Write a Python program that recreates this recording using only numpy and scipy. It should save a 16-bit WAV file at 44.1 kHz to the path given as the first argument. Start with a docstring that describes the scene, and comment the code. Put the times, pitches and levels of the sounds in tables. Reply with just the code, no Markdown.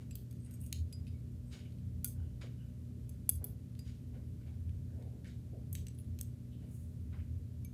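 """Knitting in a quiet room, close to a phone. A motor (tones and rumble) and air (shaped noise) run throughout.
Wool and cloth rub from the start, as swelling bands of grainy noise. Then thick and thin metal needles tap,
each blow a noisy crack plus tones that die quickly, and room echoes follow. Dull knocks, a loose needle's
rattling slides and taps, and a wooden knock join within the first second. A blanket shifts later, in lower
noise bands, and a short needle clinks near the end."""
import sys
import numpy as np
from scipy import signal
from scipy.fft import rfft, irfft, next_fast_len
from scipy.io import wavfile
from scipy.ndimage import uniform_filter1d

SR = 44100
rng = np.random.default_rng(int(sys.argv[2]) if len(sys.argv) > 2 else 0)


def int16_out(signal):
    """Quantize to a 16-bit WAV file."""
    q = np.round(np.clip(np.atleast_2d(signal).T, -1, 1) * 32767)
    wavfile.write(sys.argv[1], SR, q.astype(np.int16))


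def natural_amplitude(level_db):
    """Convert a level in decibels to a linear amplitude factor, elementwise."""
    exponent = np.asarray(level_db, float) / 20
    return 10 ** exponent


N = 340893


def level(x, db):
    """Set the rms, the average strength of a sound."""
    return x * natural_amplitude(db) / np.sqrt(np.mean(x ** 2))


def noise(gain_db):
    """Noise of rms 1 whose level per Hz follows gain_db(Hz)."""
    size = next_fast_len(N)
    hz = np.arange(1, size // 2 + 2) * SR / size
    spectrum = rfft(rng.standard_normal(size)) * natural_amplitude(gain_db(hz))
    return level(irfft(spectrum, size)[:N], 0)


def colour(points):
    """Turn a (Hz, dB) table into a smooth function of frequency."""
    hz, db = np.transpose(points)
    return lambda f: np.interp(np.log(f), np.log(hz), db)


def walk(rate):
    """Wander at random: levels held 1 / rate s, then smoothed twice; spread near 1."""
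    hold = int(SR / rate)
    steps = np.repeat(rng.standard_normal(N // hold + 1), hold)
    return 0.78 * uniform_filter1d(uniform_filter1d(steps, hold), hold)[:N]


def add(out, s, x):
    """Mix x into out from s seconds on, or from the very start if s is negative."""
    i = max(int(s * SR), 0)
    out[i:i + len(x)] += x[:len(out) - i]


def waver(hz, width_hz, db):
    """An unsteady tone: noise squeezed into a narrow resonance."""
    return natural_amplitude(db) * noise(lambda f: -20 * np.log10(1 + (2 * (f - hz) / width_hz) ** 2))


# hum at even multiples of the mains: f/Hz, level/dB rms
MAINS_HUM = [(120, -49.5), (240, -59), (600, -80.5)]
# unsteady tones beside the hum: f/Hz, width/Hz, level/dB rms
UNSTEADY_TONES = [(150.6, 7.4, -59.5), (182.2, 9, -60.5), (266.8, 12, -72), (409.6, 13, -78.5)]
# colour of the motor's rumble: f/Hz, relative level/dB per Hz
RUMBLE_SHAPE = [(25, -66), (32, -56), (40, -45.5), (50, -15), (60, 2), (72, -4), (83, -1.5), (95, -6.5),
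                (110, -2.5), (135, -10.5), (200, -30), (400, -103)]


def motor():
    """Mains hum that wavers a little, unsteady tones beside it, a rumble and a low tone that swells."""
    rumble_db, throb_hz, throb_width_hz, throb_db = -50, 84, 13, -47.5
    # the low tone swells at an even pace; swell_range_db spans its weakest to strongest
    swell_every_s, swell_first_s, swell_range_db, swell_sharpness = 1.255, 0.92, 10.5, 1.6
    t = np.arange(N) / SR
    swell = (.5 + .5 * np.cos(2 * np.pi * (t - swell_first_s) / swell_every_s)) ** swell_sharpness
    out = natural_amplitude(rumble_db) * noise(colour(RUMBLE_SHAPE))
    out += natural_amplitude(swell_range_db * (swell - 0.5)) * waver(throb_hz, throb_width_hz, throb_db)
    for hz, db in MAINS_HUM:
        tone = np.sin(2 * np.pi * (hz * t + rng.random()))
        out += level(natural_amplitude(1.6 * walk(6.8)) * tone, db)
    return out + sum(waver(*tone) for tone in UNSTEADY_TONES)


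# colour of the low air noise: f/Hz, relative level/dB per Hz
AIR_SHAPE = [(90, -24.5), (130, 0.5), (170, -6), (200, 1.5), (230, -0.5), (290, -6), (340, -12), (480, -17),
             (560, -22), (700, -29.5), (900, -37), (1300, -58), (2500, -100)]
# colour of the hiss: f/Hz, relative level/dB per Hz
HISS_SHAPE = [(500, -13.5), (1000, 1.5), (2500, -0.5), (6000, -2.5), (12000, -3), (15000, -6.5),
              (15500, -11), (15900, -36)]


def air_and_hiss():
    """Low air noise whose level drifts slightly, and a steady hiss: random motion with no pitch."""
    air = natural_amplitude(-57.5 + 0.48 * walk(5.4)) * noise(colour(AIR_SHAPE))
    return air + natural_amplitude(-75.5) * noise(colour(HISS_SHAPE))


# needles in the stitches strengthen these bands of a rub: f/Hz, level/dB
STITCH_PEAKS = [(1500, 5), (2250, 4), (3000, 5), (3800, 3), (4900, 4), (6800, 6), (8300, 3), (9700, 4)]


def drag(table, fall_s, fall_per_rise, grain_db):
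    """Fibres drag: a band of grainy noise swells to its time and dies away, more slowly if it rose slowly."""
    stitch_width = .05  # as a share of the band's frequency
    out = np.zeros(N)
    grain = natural_amplitude(grain_db * walk(490) + 1.32 * walk(60))
    hz = np.arange(1, SR // 2 + 2)
    for s, db, centre_hz, octaves, rise in table:
        t = np.arange(SR) / SR - 2 * rise
        band = np.exp(-(np.log2(hz / centre_hz) / octaves) ** 2) / np.sqrt(hz)
        band *= natural_amplitude(sum(peak_db * np.exp(-(np.log(hz / f) / stitch_width) ** 2) for f, peak_db in STITCH_PEAKS))
        x = level(irfft(rfft(rng.standard_normal(SR)) * band), db)
        swelling = np.exp(-2 * (t / rise) ** 2)
        dying = natural_amplitude(-60 * t / (fall_s + fall_per_rise * rise))  # 60 dB down after this many seconds
        add(out, s - 2 * rise, x * np.where(t < 0, swelling, dying))
    return out * grain


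# wool and cloth rubs: t/s, level/dB before swell and grain, centre f/Hz, width/octaves, rise/s
WOOL_RUBS = [(.0, -68.5, 1790, 3.9, 0.005), (.5, -73.5, 1900, 1.1, 0.05), (.64, -77, 2700, .2, .025),
             (1.14, -78, 2230, 0.07, 0.012), (1.538, -57.5, 3420, 1.5, 0.028), (1.61, -69, 3000, .7, .02),
             (1.655, -73, 2700, .4, .01), (2.22, -80, 1550, 0.21, 0.08), (2.25, -82.5, 2950, 0.18, 0.089),
             (2.418, -56.5, 2550, 1.54, 0.009), (2.62, -77, 2800, 0.18, 0.05),
             (2.62, -82, 1502, 0.23, 0.038), (3.15, -79.5, 1607, 0.63, 0.015),
             (3.419, -70, 1200, 0.85, 0.002), (3.88, -65.5, 3750, 1.42, 0.034),
             (4.145, -69, 1607, 1.4, 0.011), (4.42, -77, 2000, 1.04, 0.022),
             (4.48, -71.5, 2350, 1.1, 0.022), (4.92, -79, 1620, 0.26, 0.042),
             (5.02, -79, 2100, 0.44, 0.024), (5.252, -63, 1950, 0.55, 0.005), (5.305, -73, 3600, .3, .006),
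             (5.27, -68.5, 4540, 1.05, 0.03), (6.54, -75.5, 3210, .3, .03), (6.64, -76, 2350, 0.84, 0.039),
             (6.78, -69.5, 10560, 0.72, 0.13), (7.135, -64.5, 1760, 1.3, 0.013),
             (7.195, -72, 2200, .6, .01)]


def rubs():
    """Wool and cloth rub: many fibres catch and slip, which gives grainy noise."""
    return drag(WOOL_RUBS, fall_s=0.3, fall_per_rise=3.1, grain_db=2.0)


# a thin rod sends out little bass: f/Hz, level/dB
ROD_RADIATION = [(800, -44), (2300, 3.5), (15000, 1), (16500, -22.5)]


def ring(modes, low_db, mid_db, top_db, t60, crack_drive_db, favoured_hz=1.0, scatter_db=1.2, detune=0.0047):
    """One blow with peak near 1: a crack of contact noise and decaying bending tones, varied at random."""
    rise_s, grip, favour_db, favour_width = 0.00029, 1.47, 13.5, .04
    t = np.arange(8192) / SR
    hz, db, share = np.transpose(modes)[:, :, None]
    chance = rng.standard_normal((2, len(modes), 1))
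    tint = colour([(4300, low_db), (7500, mid_db), (10300, 0), (13500, top_db)])
    favour = np.exp(-(np.log(hz / favoured_hz) / favour_width) ** 2)
    gain = natural_amplitude(db + tint(hz) + favour_db * favour + scatter_db * chance[0])
    phase = 2 * np.pi * (hz * (1 + detune * chance[1]) * t + rng.random(hz.shape))
    # the grip tightens after the blow, so the ring dies faster and faster; t60 * share is its time to -60 dB
    fade = natural_amplitude(-60 * (t / (t60 * share)) ** grip)
    tones = np.sum(gain * fade * np.sin(phase), axis=0) / np.sqrt(np.sum(gain ** 2))
    bins = np.arange(1, len(t) // 2 + 2) * SR / len(t)
    crack_spectrum = rfft(rng.standard_normal(len(t))) * natural_amplitude(tint(bins) + colour(ROD_RADIATION)(bins))
    crack = level(irfft(crack_spectrum), crack_drive_db)
    crack *= natural_amplitude(-60 * (t / min(1.57 * t60, 0.019)) ** grip)
    return (tones + crack / 2) * (1 - np.exp(-t / rise_s))


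def taps(table, modes, hold_t60_s, crack_drive_db):
    """Blows on a needle; the holding fingers set the ring time. Returns direct sound and sound for the walls."""
    out = np.zeros((2, N))
    # where a blow lands sets its colour; how the needle points sets what reaches the walls
    for s, db, low_db, mid_db, top_db, share, room_db, *favoured in table:
        x = natural_amplitude(db) * ring(modes, low_db, mid_db, top_db, share * hold_t60_s, crack_drive_db, *favoured)
        add(out[0], s, x)
        add(out[1], s, natural_amplitude(room_db) * x)
    return out


# blows on the thick needle: t/s, peak level/dB (about), lows/dB, mids/dB, top/dB, share of the ring time,
# level towards the walls/dB, and in some rows the favoured f/Hz
THICK_BLOWS = [(0.1092, -55, -3, -7, -8, 1.1, -3, 7630), (0.1105, -67, 3, -15, -20, 1.4, -3, 2610),
               (0.127, -68, 0, -15, -20, .9, -3, 4872), (0.1548, -63, -12, 0, -15, .9, -3, 7630),
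               (0.9262, -50, -7, -8, -9, 1.05, -6, 4872), (1.0679, -61, 3, -10, -16, .35, 3, 2610),
               (1.0745, -61, 3, -12, -18, .45, 0, 2610), (1.08, -64, 0, -15, -20, .5, 0, 4872),
               (3.7913, -55, -7, 1, -8, .6, 0, 4872)]
# its bending tones: f/Hz, level/dB, share of the ring time
THICK_MODES = [(1460, -20, .9), (2610, -7, .6), (3780, -18, .6), (4872, -6, 1.3), (4930, -17, .5),
               (6830, -12, .9), (7630, -3, 1.1), (8290, -14, .6), (9500, -14, .6), (10770, -2, .8),
               (13100, -10, .6), (14350, -8, .5)]


def thick_needle():
    """The thick metal needle is tapped: it bends to and fro at its own pitches."""
    return taps(THICK_BLOWS, THICK_MODES, hold_t60_s=0.065, crack_drive_db=3.5)


# echoes off lap and hands: t/s, level/dB
NEAR_ECHOES = [(.004, -14), (.009, -19)]
# colour of the room's tail: f/Hz, level/dB
TAIL_COLOUR = [(1000, -6.5), (2500, 4), (4000, 5), (6000, 2.5), (8500, 1), (10500, -3), (13000, -2),
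               (15500, -2)]


def room(x):
    """A few near echoes, then a diffuse tail that the soft furnishing ends early."""
    tail_db, build_s, end_s, end_fade_s = -9.5, 0.011, 0.092, .011
    low_hz, low_t60_s, high_t60_s = 3000, .23, 0.36  # the lower part dies sooner
    t = np.arange(SR // 4) / SR
    tail = noise(colour(TAIL_COLOUR))[:len(t)]
    low = signal.sosfiltfilt(signal.butter(2, low_hz, fs=SR, output="sos"), tail)
    tail = (tail - low) * natural_amplitude(-60 * t / high_t60_s) + low * natural_amplitude(-60 * t / low_t60_s)
    tail *= 1 - np.exp(-t / build_s)
    tail /= 1 + np.exp((t - end_s) / end_fade_s)
    response = natural_amplitude(tail_db) * tail / np.sqrt(np.sum(tail ** 2))
    for s, db in NEAR_ECHOES:
        # a rough surface smears each echo over about a millisecond
        add(response, s, level(rng.standard_normal(40), db) / np.sqrt(40))
    return signal.fftconvolve(x, response)[:N]


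# blows on the thin needle: t/s, peak level/dB (about), lows/dB, mids/dB, top/dB, share of the ring time,
# level towards the walls/dB, and in some rows the favoured f/Hz
THIN_BLOWS = [(0.154, -37, -7, -10, 3, .5, 2), (0.3099, -54.5, 0.5, 4, -2, .9, 0),
              (2.0446, -21.5, -19, -8, -1, .55, -2), (2.0462, -50, 3, -3, -10, 3.2, -8, 1434),
              (2.0534, -35, -20, -12, -5, .5, 0), (2.0584, -41, -20, 3, -3, .5, 0),
              (2.0624, -41, -12, -3, 3, .5, 0), (2.0754, -41, -20, 3, -3, .7, 0),
              (2.0834, -42, -22, -3, 0, .7, 0), (3.0929, -47.5, -12.5, 2, -2, .9, 0),
              (3.2919, -16.5, -24, -13, -8, 1.1, -7), (3.3244, -47, -30, -20, -3, .9, 0),
              (3.3544, -55, -4, 3, -10, 1.6, -8, 8240), (3.442, -31.5, -19, -17, 0, 1.2, -2),
              (3.4674, -50, -25, -15, -8, .9, 0), (5.728, -37, -20, -1, 3.5, .9, -2),
              (5.7454, -49, -20, -3, 3, .7, 0), (6.2113, -27.5, -6, 7, 5, .3, -9),
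              (6.2254, -53, -15, -5, 2, .5, 0), (6.2304, -47, -15, -3, 2, .5, 0)]
# its bending tones: f/Hz, level/dB, share of the ring time
THIN_MODES = [(1434, -17, 1.1), (2374, -11, .9), (3397, -5, 1.1), (4700, -3, .75), (6390, -6, 1.3),
              (8240, -4, 0.95), (10190, 1.5, 0.75), (10560, -3, 0.317), (11550, -9.5, 0.66),
              (12290, 2, 0.75), (13300, -3, 0.45), (14750, -4, 0.75)]


def thin_needle():
    """The thin metal needle is tapped: its bending tones ring only briefly in the fingers."""
    return taps(THIN_BLOWS, THIN_MODES, hold_t60_s=.019, crack_drive_db=-4.5)


# harder knocks: t/s, peak level/dB (about), lows/dB, mids/dB, top/dB, share of the ring time,
# level towards the walls/dB, and in some rows the favoured f/Hz
DULL_BLOWS = [(0.3264, -58, -6, -21, -11, .9, 2), (1.706, -66, 5, -15, -27, .9, 0, 4100),
              (1.722, -58.5, 5, -7, -27, .9, 0, 4100), (1.785, -64, 3, -12, -25, .9, 0, 4100),
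              (3.7517, -61, 1, -16, -31, .9, 2), (3.7915, -49, 0, -8, -6, .9, 0, 4100),
              (4.6931, -59, 0, -26, -26, .9, 2), (5.024, -60.5, -0.5, -9, -29, .9, 2),
              (5.2447, -56, 5, -3, -25, 1.1, 3, 1800), (5.2555, -61, 5, -5, -25, 1.1, 3, 1800),
              (5.2655, -61, 5, -10, -25, 1.1, 3, 1800), (5.279, -64, 0, 3, -25, 1.1, 3, 7990),
              (5.7519, -37, -1, -1, -8, .9, 2), (5.7815, -59, 5, -15, -25, 1.1, 0, 4100),
              (5.8677, -46, 2, -1, -8, 1.2, -2, 6000), (5.8836, -48, 0, 0, -10, .9, -4, 7990),
              (6.0444, -65, -4, -10, -17, .9, 2), (6.1888, -44.5, 0, -1, -3, .8, 0),
              (6.1924, -54, 3, -5, 0, .8, 0), (6.2034, -54, -8, -7, 3, .9, 2, 10660),
              (6.2074, -56, -3, 3, -8, .7, 0)]
# their bending tones: f/Hz, level/dB, share of the ring time
DULL_MODES = [(1800, -3, 0.9), (3000, -14, 1.1), (4100, 0, 0.66), (6000, -12, 1.5), (6540, 5, 0.47),
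              (7990, -2, 2.1), (8060, -26, .9), (10660, -9, 0.9), (12000, -6, 0.3), (12800, 1.5, 1.8),
              (13500, -8, 2.1), (14700, 5.5, 1.1)]


def dull_knocks():
    """Harder knocks: the tones die within milliseconds, so one hears a knock more than a ring."""
    return taps(DULL_BLOWS, DULL_MODES, hold_t60_s=0.0062, crack_drive_db=2.2)


# bending tones of a thin needle dangling in the wool: f/Hz, level/dB, share of the ring time
LOOSE_MODES = [(2700, -10, 1.1), (4760, -11, 1.1), (6700, -6, .9), (8270, -3, 1.1), (8850, -12, .9),
               (9290, -7, .9), (10330, -3, .9), (10750, -6, .9), (12360, -3, .9), (14780, -10, .9)]
# it chatters along another needle: start t/s, end t/s, level/dB rms, lows/dB, mids/dB, top/dB, favoured f/Hz
LOOSE_SLIDES = [(0.39, 0.495, -75.5, -14, -3, -15, 8270), (0.5, 0.57, -71, -10, 6, -14, 12360),
                (0.595, 0.7, -66.5, -12, -6, 3, 8850), (1.45, 1.54, -79, -20, 0, -20, 8270),
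                (5.97, 6.025, -71, 0, -20, 6, 10330)]


def slides():
    """Dense tiny contacts of uneven size ring the loose needle, at a pitch that shifts with the contact point."""
    contacts_per_s, spread_db, places = 600, 2.0, 4
    out = np.zeros(N)
    for start, end, db, low_db, mid_db, top_db, favoured_hz in LOOSE_SLIDES:
        size = int((end - start) * SR)
        happens, strength, where = rng.random((3, size))
        contacts = (happens < contacts_per_s / SR) * natural_amplitude(-spread_db * np.log(strength + 1e-9))
        contacts = contacts * np.hanning(size) ** .5
        x = 0
        for place in range(places):
            here = contacts * (np.floor(where * places) == place)
            blow = ring(LOOSE_MODES, low_db, mid_db, top_db, .018, -10.0, favoured_hz, detune=.012)
            x = x + signal.fftconvolve(here, blow)
        add(out, start, x * natural_amplitude(db) / np.std(x[:size]))
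    return out


# single blows on the loose needle: t/s, peak level/dB (about), lows/dB, mids/dB, top/dB,
# share of the ring time, level towards the walls/dB, favoured f/Hz
LOOSE_BLOWS = [(0.4034, -67, -20, 0, -20, 1.1, 0, 8270), (0.4464, -62, -5, -6, -20, 1.4, 0, 9290),
               (0.4614, -60, 0, -8, -20, 1.4, 0, 9290), (0.5097, -55, 0, 5, -8, .9, 0, 12360),
               (0.5392, -52, -10, 7, -8, .9, 0, 12360), (0.6044, -57, -20, 3, -5, .9, 0, 8270),
               (0.6124, -54, -20, -5, 10, .9, 0, 10330), (0.6374, -59, -15, 0, 0, .9, 0, 8850),
               (0.6629, -47.5, -15, -1, -9, .5, 0, 14780), (5.9489, -64, -20, -20, -20, .9, 0, 10330),
               (5.9795, -61, -15, -20, -3, .6, 0, 10750), (5.9863, -53, 9, -20, 8, .9, -5, 10330),
               (5.9984, -58, -15, -15, -8, 1.1, 0, 10330)]


def loose_needle():
    """Single taps on the loose needle, with the same bending tones as its slides."""
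    return taps(LOOSE_BLOWS, LOOSE_MODES, hold_t60_s=.022, crack_drive_db=-5)


# wooden knock: t/s, peak level/dB (about), lows/dB, mids/dB, top/dB, share of the ring time,
# level towards the walls/dB
WOOD_BLOWS = [(0.7272, -24.5, 0, -3, -2, .99, -2)]
# bending tones of a wooden needle: f/Hz, level/dB, share of the ring time
WOOD_MODES = [(2880, -9, 1.1), (3750, -1, .9), (4200, 8, 1.1), (6650, 8, 1), (10200, 1, .9),
              (12600, -5, .8), (14700, 0, 1.1)]


def wooden_needle():
    """A wooden needle knocks: its bending tones die almost at once."""
    return taps(WOOD_BLOWS, WOOD_MODES, hold_t60_s=.0045, crack_drive_db=-4.5)


# the heavy blanket shifts: t/s, level/dB before swell and grain, centre f/Hz, width/octaves, rise/s
BLANKET_SHIFTS = [(1.55, -63, 495, .8, 0.024), (2.2, -73.5, 603, 0.88, 0.033),
                  (2.44, -57.5, 415, 0.65, 0.016), (2.95, -64.5, 330, 0.43, 0.037),
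                  (3.43, -59, 428, 0.86, 0.034), (4.15, -63, 480, 0.64, 0.023),
                  (4.48, -69.5, 550, 0.78, 0.038), (5.03, -62.5, 472, 0.75, .13),
                  (5.55, -60, 433, 0.62, 0.038), (6.64, -63, 430, 0.81, 0.035), (7.15, -69, 500, 1, 0.02)]


def blanket():
    """The heavy blanket shifts: dragging fibres again, in lower bands than most of the wool."""
    return drag(BLANKET_SHIFTS, fall_s=0.14, fall_per_rise=9.6, grain_db=3.0)


# clink: t/s, peak level/dB (about), lows/dB, mids/dB, top/dB, share of the ring time, level towards the walls/dB
SHORT_BLOWS = [(7.6479, -46, -6, -10, -6, .99, -7)]
# bending tones of a short loose needle: f/Hz, level/dB, share of the ring time
SHORT_MODES = [(2330, -5.5, 1.16), (6406, -0.5, 1.3), (8150, -2, 0.32), (10150, 2, 0.2), (12300, 4.5, 0.36)]


def short_needle():
    """A short loose needle clinks: a few widely spaced bending tones ring briefly."""
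    return taps(SHORT_BLOWS, SHORT_MODES, hold_t60_s=0.051, crack_drive_db=-7)


def scene():
    """Needles heard directly and through the room, wool close by, motor, air and hiss behind."""
    rings = thick_needle() + thin_needle() + loose_needle() + short_needle()
    knocks = dull_knocks() + wooden_needle()
    # the slides go equally to the ear and to the walls
    direct, to_walls = rings + knocks + slides()
    cloth = rubs() + blanket()
    return (direct + room(to_walls) + cloth + motor() + air_and_hiss())[None]


def band_limit(x):
    """A steep low-pass at the top of the band."""
    return signal.sosfilt(signal.butter(12, 16540, fs=SR, output="sos"), x)


def record(dry):
    """The phone cuts the bottom below about 38 Hz and the top above about 15.9 kHz."""
    mix = signal.sosfilt(signal.butter(2, 38, "high", fs=SR, output="sos"), dry)
    mix = signal.sosfilt(signal.butter(8, 15900, fs=SR, output="sos"), mix)
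    return band_limit(mix)


dry = scene()
out = record(dry)
int16_out(out)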